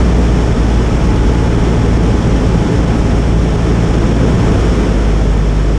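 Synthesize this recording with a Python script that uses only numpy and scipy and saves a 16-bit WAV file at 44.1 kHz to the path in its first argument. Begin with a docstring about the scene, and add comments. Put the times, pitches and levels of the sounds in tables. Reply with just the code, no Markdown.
"""Inside the draughty cockpit of a light aircraft on its descent. From the start the propeller drones in
three low harmonics, under the roar of the slipstream and the hiss of air through gaps in the frame.
As the shaft settles to approach speed, a gear whines faintly. About three seconds in, the deepest tone
dips briefly and something ticks lightly twice. Near the end the power is eased back: the drone falls
in pitch and the slipstream weakens. Throughout, a limiter holds the peaks."""
import sys
import numpy as np
from scipy import signal
from scipy.fft import rfft, irfft
from scipy.io import wavfile
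from scipy.ndimage import uniform_filter1d, minimum_filter1d

SR = 44100
rng = np.random.default_rng(int(sys.argv[2]) if len(sys.argv) > 2 else 0)


def inscribe(sig):
    """Save sig as 16-bit PCM at rate SR to the path in sys.argv[1].

    A 1-D sig is mono; a 2-D sig holds one channel per row.
    Samples are clipped to [-1, 1] before scaling.
    """
    pcm = np.round(np.clip(np.atleast_2d(sig).T, -1, 1) * 32767)
    wavfile.write(sys.argv[1], SR, pcm.astype(np.int16))


N = 254898
TIME = np.arange(N) / SR
BIN_HZ = np.fft.rfftfreq(N, 1 / SR)

# peaks and nulls of the cabin's standing waves, which the tones glide through: centre_hz, width_hz, lift_db
STANDING_WAVES = [(56.5, 2.7, -2.5), (112.6, 2.6, 6.5), (158.6, 7, -4), (172.6, 2.65, -11),
                  (848.2, 24, 12.5)]


def gain_of(db):
    """Amplitude grows tenfold for every 20 decibels."""
    return 10 ** (np.asarray(db) / 20)


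def unit_rms(x):
    """Normalises a signal to a mean power of one."""
    return x / np.sqrt(np.mean(x ** 2) + 1e-20)


def swell(centre_s, half_s):
    """A Gaussian envelope rises and falls around one moment."""
    return np.exp(-((TIME - centre_s) / half_s) ** 2)


def wander(rate_hz):
    """Low-passed noise gives a smooth random fluctuation of unit rms."""
    return unit_rms(irfft(rfft(rng.standard_normal(N)) * np.exp(-(BIN_HZ / rate_hz) ** 2), N))


def resonance_db(resonances, hz):
    """Each resonance adds a Lorentzian peak or notch to the level."""
    return sum(db / (1 + (2 * (hz - centre) / width) ** 2) for centre, width, db in resonances)


def in_cabin(noise, spectrum):
    """Source and filter: flow noise takes its own spectrum, then the resonances that it excites."""
    # cabin and gap resonances: centre_hz, width_hz, lift_db
    cabin_modes = [(305, 11.4, 3), (414, 37, 3.5), (672, 24, 2.5), (1287, 34, 3), (1520, 33, 1.5),
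                   (1793, 30, 3), (3004, 51, 4), (3180, 60, 3.5), (3300, 45, 1.5), (3386, 28, 6.5),
                   (3580, 23, 7), (5444, 700, 7.5)]
    hz, db = np.transpose(spectrum)
    source_db = np.interp(np.log(BIN_HZ + 1), np.log(hz + 1), db)
    return unit_rms(irfft(rfft(noise) * gain_of(source_db + resonance_db(cabin_modes, BIN_HZ)), N))


def ticks(decay_s=0.022, centre_hz=7000, width_octaves=0.54):
    """Light taps with no ring: bright noise bursts that decay exponentially."""
    # ticks in the cockpit: start_s, level_db
    taps = [(2.969, -40), (3.186, -43)]
    band = np.exp(-(np.log2((BIN_HZ + 1) / centre_hz) / width_octaves) ** 2)
    fizz = unit_rms(irfft(rfft(rng.standard_normal(N)) * band, N))
    return fizz * sum(gain_of(db) * (TIME >= s) * np.exp(-abs(TIME - s) / decay_s) for s, db in taps)


def gear_whine(blade_cycles, blade_hz, order=15, base_db=-46, twist_rad=0.48, flutter=0.21):
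    """Phase modulation: the twisting shaft blurs a tone locked to a multiple of the blade rate."""
    level_db = base_db + resonance_db(STANDING_WAVES, order * blade_hz)  # sings out at approach speed
    phase = 2 * np.pi * order * blade_cycles + twist_rad * wander(14)
    return gain_of(level_db) * np.sqrt(2) * (1 + flutter * wander(13)) * np.sin(phase)


def gap_hiss(blade_cycles, flow_db, base_db=-32.5, flow_power=0.9, throb=0.039, gust_db=0.35):
    """Jet noise from gaps in the frame, amplitude-modulated by blade wakes and quick small gusts."""
    # spectrum of the air through the gaps: frequency_hz, relative_db
    hiss_spectrum = [(500, -14), (1500, 1.5), (2200, 1.5), (3400, -0.5), (3950, -6.5), (4800, -7),
                     (5500, -7), (6600, -5.5), (8000, -10.5), (9300, -14.5), (10300, -22.5), (11500, -32),
                     (15000, -43)]
    drive = (1 + throb * np.cos(2 * np.pi * blade_cycles)) * gain_of(gust_db * wander(90))
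    jets = in_cabin(drive * rng.standard_normal(N), hiss_spectrum)
    return gain_of(base_db + flow_power * flow_db) * jets


def slipstream_roar(flow_db, blade_hz, base_db=-13.1, flow_power=1.02,
                    wash_hz=230, wash_power=2.3, approach_hz=56.3):
    """Turbulence buffets the cabin; its deepest part is propeller wash, which fades as the shaft slows."""
    # spectrum of the buffeting: frequency_hz, relative_db
    roar_spectrum = [(5, -19), (20, -11), (37, 5), (55, 2), (120, 0), (180, -0.5), (240, -1), (350, -6.5),
                     (450, -7.5), (580, -13), (800, -17), (1300, -21.5), (2400, -30.5), (5000, -66)]
    # a lull and two gusts: centre_s, change_db
    gusts = [(.72, -1), (2.75, 0.5), (2.94, 1)]
    eddies = in_cabin(rng.standard_normal(N), roar_spectrum)
    wash = irfft(rfft(eddies) / (1 + (BIN_HZ / wash_hz) ** 6), N)
    wash_gain = np.minimum(blade_hz / approach_hz, 1) ** wash_power
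    gust_db = sum(db * swell(s, half_s=0.064) for s, db in gusts)
    return gain_of(base_db + flow_power * flow_db + gust_db) * (eddies - wash + wash * wash_gain)


def propeller_drone(blade_cycles, blade_hz, flutter=0.048):
    """Periodic blade pulses form a harmonic series; standing waves lift or cut each tone as it glides."""
    # harmonics 1, 2 and 3 before the standing waves act: level_db
    harmonic_db = [-11.5, -24, -20]
    # brief dip of the deepest tone: centre_s, half_length_s, depth_db
    dip = (2.73, 0.055, -18)
    tones = []
    for k, db in enumerate(harmonic_db, 1):
        amplitude = np.sqrt(2) * gain_of(db + resonance_db(STANDING_WAVES, k * blade_hz))
        uneven_air = 1 + flutter * wander(9.6)
        # each blade pushes and then sucks, so the pressure swings equally both ways
        tones.append(amplitude * uneven_air * np.sin(2 * np.pi * k * blade_cycles))
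    centre_s, half_s, depth_db = dip
    tones[0] *= gain_of(depth_db * swell(centre_s, half_s))
    return sum(tones)


def scene(reference_db=-31):
    """Superposition: propeller and gear share one shaft; one slipstream drives both roar and hiss."""
    # blade-passing rate, settling for the approach and then eased back: time_s, rate_hz
    blade_rate = [(0.0, 60.57), (0.15, 58.41), (0.6, 57.12), (1.5, 56.6), (2.7, 56.15), (3.4, 55.95),
                  (4.5, 56.35), (5.05, 51.4), (5.78, 50.43)]
    # slipstream strength: time_s, level_db
    airflow = [(0.0, -29), (0.13, -30.5), (3.03, -30.5), (3.36, -32), (4.41, -29), (4.6, -28.5),
               (4.81, -30), (5.25, -33), (5.78, -34)]
    blade_hz = np.interp(TIME, *np.transpose(blade_rate))
    flow_db = np.interp(TIME, *np.transpose(airflow)) - reference_db
    blade_cycles = np.cumsum(blade_hz) / SR
    tones = propeller_drone(blade_cycles, blade_hz) + gear_whine(blade_cycles, blade_hz)
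    air = slipstream_roar(flow_db, blade_hz) + gap_hiss(blade_cycles, flow_db)
    return (tones + air + ticks())[None]


def record(dry, drive_db=0.02, ceiling_db=-2.5, recovery_db_per_s=120, cutoff_hz=15200):
    """Peak limiting: the gain drops at each high peak and recovers; a low-pass then limits the band."""
    driven = dry * gain_of(drive_db)
    over_db = np.maximum(20 * np.log10(abs(driven[0]) + 1e-9) - ceiling_db, 0)
    recovery_db = TIME * recovery_db_per_s
    reduction_db = np.maximum.accumulate(over_db + recovery_db) - recovery_db
    smooth_gain_db = uniform_filter1d(minimum_filter1d(-reduction_db, size=90), size=130)
    limited = driven * gain_of(smooth_gain_db) * signal.windows.tukey(N, 0.0006)
    lowpass = signal.firwin(1023, cutoff_hz, window=("kaiser", 9), fs=SR)
    return signal.oaconvolve(limited, lowpass[None], "same")


dry = scene()
out = record(dry)
inscribe(out)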